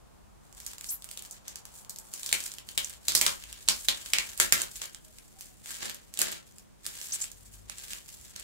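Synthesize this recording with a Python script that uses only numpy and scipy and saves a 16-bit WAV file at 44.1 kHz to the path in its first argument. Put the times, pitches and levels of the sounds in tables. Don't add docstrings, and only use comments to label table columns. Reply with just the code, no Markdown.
import sys
import numpy as np
from scipy import signal
from scipy.fft import rfft, irfft, next_fast_len
from scipy.io import wavfile
from scipy.ndimage import uniform_filter1d

SR = 44100
rng = np.random.default_rng(int(sys.argv[2]) if len(sys.argv) > 2 else 0)


def persist_wave(psi):
    counts = np.round(np.clip(psi, -1, 1) * 32767).astype(np.int16)
    wavfile.write(sys.argv[1], SR, np.atleast_2d(counts).T)


N = 371763
SIZE = next_fast_len(N + SR)
HZ, T = np.fft.rfftfreq(SIZE, 1 / SR), np.arange(N) / SR


def amp(db):
    return 10 ** (np.asarray(db) / 20)


def evened(x):
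    return x / np.sqrt(np.mean(x ** 2) + 1e-20)


def read(points, hz=HZ):
    f, value = np.transpose(points)
    return np.interp(np.log(hz + 1), np.log(f + 1), value)


def follow(rows):
    s, *columns = np.transpose(rows)
    return [np.interp(T, s, c) for c in columns]


def coloured(x, gain):
    even_gain = gain / np.sqrt(np.mean(abs(gain) ** 2))
    return irfft(rfft(x, SIZE) * even_gain, SIZE)[..., :N]


def below(hz):
    return 1 / np.sqrt(1 + (HZ / hz) ** 8)


def above(hz):
    return np.sqrt(1 - below(hz) ** 2)


def resonate(x, hz, width):
    turn = np.exp(2j * np.pi * np.cumsum(hz * np.ones(x.shape[-1])) / SR)
    r = np.exp(-np.pi * width / SR)
    smooth = signal.lfilter([1 - r], [1, -r], x / turn)
    return 2 * (turn * smooth).real


def sides(pan_db):
    return amp(np.array([pan_db, -pan_db, -pan_db]) / 2)


def room_hush(noise):
    # frequency_hz, relative density_db [dB per Hz]
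    hush_curve = [(25, 3), (70, -7.5), (140, -10.5), (170, -15), (205, -10.5), (235, -17.5), (410, -19),
                  (850, -22.5), (2200, -28.5), (5000, -32), (7500, -30), (16000, -39.5)]
    return amp(-62.5) * coloured(noise, amp(read(hush_curve)) * above(39.2))


def engine():
    # time_s, firing_hz, level_db
    rev = [(7.2, 37.9, -74), (7.33, 42.6, -67), (7.45, 48.5, -63), (7.6, 52.2, -60), (7.7, 50.7, -62),
           (7.8, 46.4, -71)]
    # multiple of the firing rate, level_db added to the rev
    orders = [(1, 4), (2, -1), (3, -11)]
    hz, db = follow(rev)
    turns = np.cumsum(hz) / SR
    out = sum(amp(db + d) * np.sin(2 * np.pi * (k * turns + rng.random())) for k, d in orders)
    return np.sqrt(2) * out * (T > rev[0][0]) * (T < rev[-1][0])


def far_tones():
    # start_s, end_s, start_hz, end_hz, level_db
    tone_list = [(1.74, 2.133, 882, 887, -71), (5.037, 5.14, 614, 633, -69), (5.346, 5.43, 763, 794, -69),
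                 (5.485, 5.55, 765, 720, -71)]
    out = np.zeros(N)
    for start, end, start_hz, end_hz, db in tone_list:
        count = round((end - start) * SR)
        glide_hz = np.linspace(start_hz, end_hz, count)
        tone = resonate(rng.standard_normal(count), glide_hz, 4.9)
        out[round(start * SR):][:count] += amp(db) * evened(tone) * signal.windows.tukey(count, .6)
    return out


def background():
    # time_s, wash_db and rumble_db [relative, trimmed below]
    street = [(0.0, -65.5, -45.5), (2.13, -61.5, -55.5), (3.69, -72.5, -40.5), (4.25, -58, -50),
              (4.46, -74, -40), (5.19, -78, -61.5), (7.23, -76, -80), (7.42, -84, -55), (8.43, -81, -45)]
    # frequency_hz, extra side gain_db
    side_curve = [(60, 1), (180, 9), (550, 4), (1650, -1.5), (4970, 0.5), (15000, 2)]
    wash_db, rumble_db = follow(street)
    hush_noise, wash_noise, rumble_noise = rng.standard_normal((3, 2, N))
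    wash = amp(wash_db - 4.5) * coloured(wash_noise, above(580) * below(1260))
    mid, side = room_hush(hush_noise) + wash
    side = irfft(rfft(side, SIZE) * amp(read(side_curve)), SIZE)[:N]
    rumble = amp(rumble_db - 16.5) * coloured(rumble_noise, above(44) * below(53.5))
    single = engine() + far_tones()
    mid = mid + rumble[0] + single
    side = side + 0.25 * rumble[0] + 0.37 * rumble[1] + 0.24 * single
    return np.array([mid + side, mid - side])


def room(dry):
    # frequency_hz, t60_s
    decay = [(150, 0.27), (500, 0.2), (1500, 0.2), (4000, 0.14), (8000, 0.081), (15000, 0.12)]
    # delay_ms, level_db
    echoes = [(4.4, -12.5), (6.2, -20.5), (9.5, -27.5), (12.5, -15)]
    taps = np.zeros((2, SR // 2))
    at = np.arange(260, SR // 2 - 20, 20) + rng.integers(0, 20, (2, (SR // 2 - 261) // 20))
    np.put_along_axis(taps, at, rng.choice([-1., 1.], at.shape), 1)
    hz, t, bands = signal.stft(taps, SR, nperseg=256)
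    fading = bands * amp(-60 * t / read(decay, hz)[:, None])
    tail = signal.istft(fading, SR, nperseg=256)[1]
    tail *= 1 - np.exp(-np.arange(tail.shape[1]) / SR / .012)
    tail *= amp(-6.5) / np.linalg.norm(tail[0])
    tail[:, 0] = 0
    for ms, db in echoes:
        tail[:, round(ms * SR / 1000)] += amp(db)
    sent = (dry[[0, 2]] + dry[1]) / 2
    left, own = signal.fftconvolve(sent, tail, axes=1)[:, :N]
    return np.array([left, left, own])


def box(x):
    # frequency_hz, width_hz, relative level_db
    panels = [(134, 32, 8), (229, 28, 11.5), (362, 62, 15), (555, 77, 11.5), (823, 32, 0.5),
              (1280, 870, -5.5)]
    ring = sum(amp(db) / (1 + 2j * (HZ - hz) / width) for hz, width, db in panels)
    return coloured(x, ring * above(110))


def film(top, body):
    # frequency_hz, relative density_db [dB per Hz]
    sheen = [(400, -22), (800, -18.5), (1300, -19.5), (2000, -15), (4100, -9.5), (5800, -4), (7500, 5),
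             (9000, 1), (13500, -3), (16000, -7)]
    colour = amp(read(sheen))
    return coloured(top, colour * above(4200)) + coloured(body, colour * below(4010))


def creases(per_s, spread_db, ms):
    clumps = amp(2.17 * evened(uniform_filter1d(rng.standard_normal(N), 500)))
    size = amp(spread_db * np.minimum(rng.exponential(1, N), 3))
    pops = size * (rng.random(N) < per_s * clumps / SR)
    fade = np.exp(-T[:400] * 1000 / ms)
    return evened(signal.oaconvolve(pops, fade)[:N]), clumps


def squeaks():
    # start_s, length_s, start_hz, end_hz, level_db
    slips = [(0.889, .07, 4950, 12200, -35), (7.121, .04, 5400, 7740, -31.5),
             (7.212, .018, 7400, 7270, -30.5), (7.23, 0.025, 7400, 7940, -37.5)]
    glide_share = 0.33
    start_wide, end_wide = 0.029, 0.53
    out = np.zeros((3, N))
    for start, length, start_hz, end_hz, db in slips:
        u = np.linspace(0, 1, round(length * SR))
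        glide = np.clip(u / glide_share, 0, 1)
        hz = start_hz + (end_hz - start_hz) * glide
        noise = rng.standard_normal((2, 2, len(u)))
        narrow, wide = (
            [evened(resonate(resonate(n, hz, width_hz), hz, width_hz)) for n in pair]
            for pair, width_hz in zip(noise, (700, 4500)))
        share = np.clip(start_wide + (end_wide - start_wide) * glide ** 3, 0, 1)
        a, b = np.sqrt(1 - share) * narrow + np.sqrt(share) * wide
        swell = np.sin(np.pi * u ** 0.47) ** 0.45
        out[:, round(start * SR):][:, :len(u)] += np.array([a, a, b]) * amp(db) * swell
    return out


def rustle():
    # start_s, hold_s, rustle level_db, body_db [lower folds re rustle]
    crumples = [(0.443, .1, -65.5, -6), (0.578, 0.047, -52.5, -6.5), (0.672, 0.031, -48.5, -2.5),
                (0.815, .04, -53, -14), (0.87, 0.036, -42.5, -30), (1.06, .02, -63, -11),
                (1.114, 0.021, -50.5, -8), (1.246, 0.028, -54.5, -7), (1.32, 0.052, -65.5, 2),
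                (1.469, 0.016, -60.5, 6), (1.674, 0.022, -59.5, -3), (1.752, 0.031, -48.5, -13.5),
                (1.922, 0.15, -58.5, -10), (2.05, .05, -56, -14), (2.134, 0.38, -47.5, -8.5),
                (2.404, 0.11, -52.5, -3), (2.681, 0.043, -49.5, -9.5), (2.823, 0.1, -50.5, -2.5),
                (3.061, 0.28, -47, -5), (3.404, 0.17, -56, 0), (3.613, 0.042, -52, -6),
                (3.714, 0.14, -46.5, -9), (3.96, 0.056, -48.5, -2), (4.068, 0.039, -45.5, -6),
                (4.232, 0.11, -46.5, -4), (4.412, 0.028, -36, -2), (4.585, 0.01, -40, 3),
                (4.712, 0.054, -45.5, -11), (4.814, 0.02, -46, 0.5), (4.93, 0.76, -61, -8.5),
                (5.4, 0.011, -48.5, -9), (5.684, 0.058, -44, -3), (5.827, 0.035, -42.5, 5.5),
                (6.018, 0.14, -66, -4), (6.145, .04, -58, -8), (6.197, 0.11, -45.5, 5.5),
                (6.47, .13, -63, -8), (6.854, .02, -46.5, -2.5), (6.948, 0.075, -47, -4),
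                (7.022, 0.032, -40, -8.5), (7.115, 0.068, -46.5, -3.5), (7.229, .03, -46.5, -5),
                (7.335, 0.26, -59, -9), (7.697, 0.011, -54, 0), (7.781, .11, -49, -3.5),
                (7.916, 0.026, -44.5, -2.5), (8.063, 0.08, -50, -9.5), (8.186, 0.096, -54, -5.5),
                (8.365, 0.025, -49, 3)]
    grip_db_per_s, settle_db_per_s = 515, 198
    start, hold, db, body_db = np.transpose(crumples)[..., None]
    t = T[::64]
    swell_db = np.maximum(grip_db_per_s * (start - t), 0)
    fall_db = np.maximum(settle_db_per_s * (t - start - hold), 0)
    shape = amp(db - swell_db - fall_db)
    level, body, press = (
        np.interp(T, t, np.linalg.norm(shape * amp(k * body_db), axis=0)) for k in (0, 1, 2))
    pops, clumps = creases(per_s=500, spread_db=4.8, ms=.45)
    loudness = amp(-8.5) * pops + amp(-7.0) * clumps ** 1.8
    a, b = rng.standard_normal((2, N)) * loudness
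    grains = np.array([a, a, b])
    folds = grains * body + 0.89 * resonate(grains * body, 1670, 180)
    return film(grains * level, folds) + amp(-13) * box(grains * press)


def snaps():
    # start_s, level_db, body_db [under about 4 kHz, relative], flap ring_hz
    releases = [(0.5263, -43, -17, 6500), (0.5484, -42, -22, 5060), (0.6015, -30, -18, 5800),
                (0.6492, -36, -25, 5440), (0.6639, -20, -22, 5900), (0.7337, -30, -15, 1310),
                (0.782, -29, -16, 1310), (0.8101, -25.5, -18, 1280), (0.843, -31.5, -8.5, 6180),
                (1.022, -31, -14.5, 3900), (1.043, -27, -18, 1310), (1.089, -33, -12.5, 3100),
                (1.1127, -26, -22, 2970), (1.1737, -25, -13.5, 3250), (1.192, -30, -20, 2370),
                (1.2224, -27.5, -22, 2840), (1.2498, -36.5, -10.5, 5850), (1.3106, -25, -29, 6800),
                (1.3290, -38, -18, 7000), (1.4802, -24.5, -16.5, 6180), (1.557, -28, -9.5, 5900),
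                (1.586, -36.5, -23, 6500), (1.6531, -28.5, -15, 1300), (1.8476, -38.5, -11.5, 1380),
                (1.895, -20, -30, 4440), (1.9602, -30, -17, 5230), (1.9861, -24.5, -28, 1560),
                (2.1374, -22, -16.5, 5660), (2.196, -30.5, -22, 7000), (2.2317, -24, -14, 3400),
                (2.2617, -18, -19.5, 5070), (2.2906, -24, -9.5, 3630), (2.314, -30, -7, 3600),
                (2.3271, -6, -12.5, 2420), (2.4042, -23.5, -14, 1720), (2.4385, -24.5, -27, 5950),
                (2.4626, -24, -16.5, 2240), (2.5173, -30, -15.5, 3830), (2.538, -29, -20, 4995),
                (2.584, -31.5, -6.5, 2706), (2.6883, -30, -8.5, 3400), (2.7766, -11, -11.5, 3170),
                (2.8455, -22, -20, 6030), (2.896, -27, -36, 1570), (3.0827, -10.5, -11, 4230),
                (3.1197, -21.5, -8.5, 5450), (3.1504, -3.5, -18, 4860), (3.2127, -5.5, -13.5, 2140),
                (3.264, -8, -6.5, 1170), (3.438, -34, -5, 2500), (3.527, -28, -12, 2900),
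                (3.678, -31, -1, 4500), (3.686, -8, -9.5, 5030), (3.8847, -11, -6.5, 3560),
                (4.06, -27, -12.5, 3010), (4.1343, -12.5, -3.5, 2330), (4.1845, -15, -5.5, 2240),
                (4.376, -20, -29, 1890), (4.3996, -3, -11.5, 1680), (4.5232, -2, -12, 1750),
                (4.6175, -14, -15, 1280), (4.7568, -37, -8, 5760), (4.8173, -27, -2.5, 1500),
                (4.855, -27.5, -20, 1360), (4.9463, -35, -5.5, 1520), (5.185, -33, -13, 1310),
                (5.4086, -24, -22, 2250), (5.6585, -28, -10, 1410), (5.896, -24, -13, 1670),
                (5.9448, -27, -28, 2530), (6.139, -27.5, -18, 4540), (6.1734, -23, -15, 3280),
                (6.1902, -8.5, -22, 2650), (6.216, -8, -15.5, 1750), (6.3171, -19, -31, 1680),
                (6.5833, -34, -16.5, 1525), (6.864, -16.5, -21, 1350), (7.014, -30, -10, 5770),
                (7.241, -29, -8, 2700), (7.316, -31.5, -31, 6000), (7.431, -44, -37, 1213),
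                (7.6972, -28, -7.5, 2390), (7.933, -27, -8.5, 2920), (8.089, -34, -15, 4970),
                (8.212, -36, -20, 6000), (8.361, -30.5, -10, 5200), (8.397, -27.5, -27, 3000)]
    rip_db, rip_per_db = -20, 0.2
    boom_db, boom_per_body = -14, 0.13
    span = 8192
    top, body, boom = np.zeros((3, 3, N + span))
    t = T[:span] * 1000
    rough = .7 + .7 * creases(per_s=1200, spread_db=4, ms=.5)[0]
    for s, db, body_db, ring_hz in releases:
        a, b, lumps = rng.standard_normal((3, span))
        at = slice(round(s * SR), round(s * SR) + span)
        splinters = amp(0.8 * evened(uniform_filter1d(lumps, size=12)) + 0.5)
        splinters = splinters * np.exp(-(t / 1.76) ** 2) * (1 - np.exp(-t / 0.87))
        crack = np.exp(-((t - .9) / 0.16) ** 2) + splinters
        crack = crack * np.sqrt(22 / ((crack * a) ** 2).sum())
        rip = amp(rip_db + rip_per_db * db - 0.28 * t) * (1 - np.exp(-t / 0.8))
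        rip = rip * np.resize(rough[at], span)
        pan = sides(1.6 * lumps[0])[:, None]
        noise = np.array([a, a, b]) * pan * amp(db)
        flap = resonate(noise * (0.25 * crack + rip), ring_hz, 0.26 * ring_hz)
        burst = noise * (crack + rip) + 2.4 * flap
        top[:, at] += amp(-7.0) * burst * sides(-5.0)[:, None]
        body[:, at] += amp(body_db + 2.5) * burst
        boom[:, at] += amp(boom_db + boom_per_body * body_db) * noise * (0.043 * crack + rip)
    return film(top[:, :N], body[:, :N]) + box(boom[:, :N])


def ports(left, shared, own):
    # frequency_hz, likeness [-1 opposite phase to 1 same]
    likeness = [(60, -0.53), (130, -0.79), (290, -0.96), (640, -0.71), (1410, -0.22), (3100, -0.21),
                (6820, 0.044), (15000, -0.0056)]
    same = np.clip(read(likeness), -1, 1)
    right = same * rfft(shared, SIZE) + np.sqrt(1 - same ** 2) * rfft(own, SIZE)
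    return np.array([left, irfft(right, SIZE)[:N]])


def scene():
    dry = snaps() + rustle() + squeaks()
    return amp(2) * ports(*(dry + room(dry))) + background()


def record(dry):
    # frequency_hz, gain_db
    treble_cut = [(15700, 0.5), (16200, -26.5)]
    edge_hz = 16970
    squeezed = 0.81 * np.tanh(dry / 0.88)
    soft = irfft(rfft(squeezed, SIZE) * amp(read(treble_cut)), SIZE)[:, :N]
    band_limit = signal.firwin(511, edge_hz, window=("kaiser", 9), fs=SR)
    return signal.oaconvolve(soft, band_limit[None], "same")


dry = scene()
out = record(dry)
persist_wave(out)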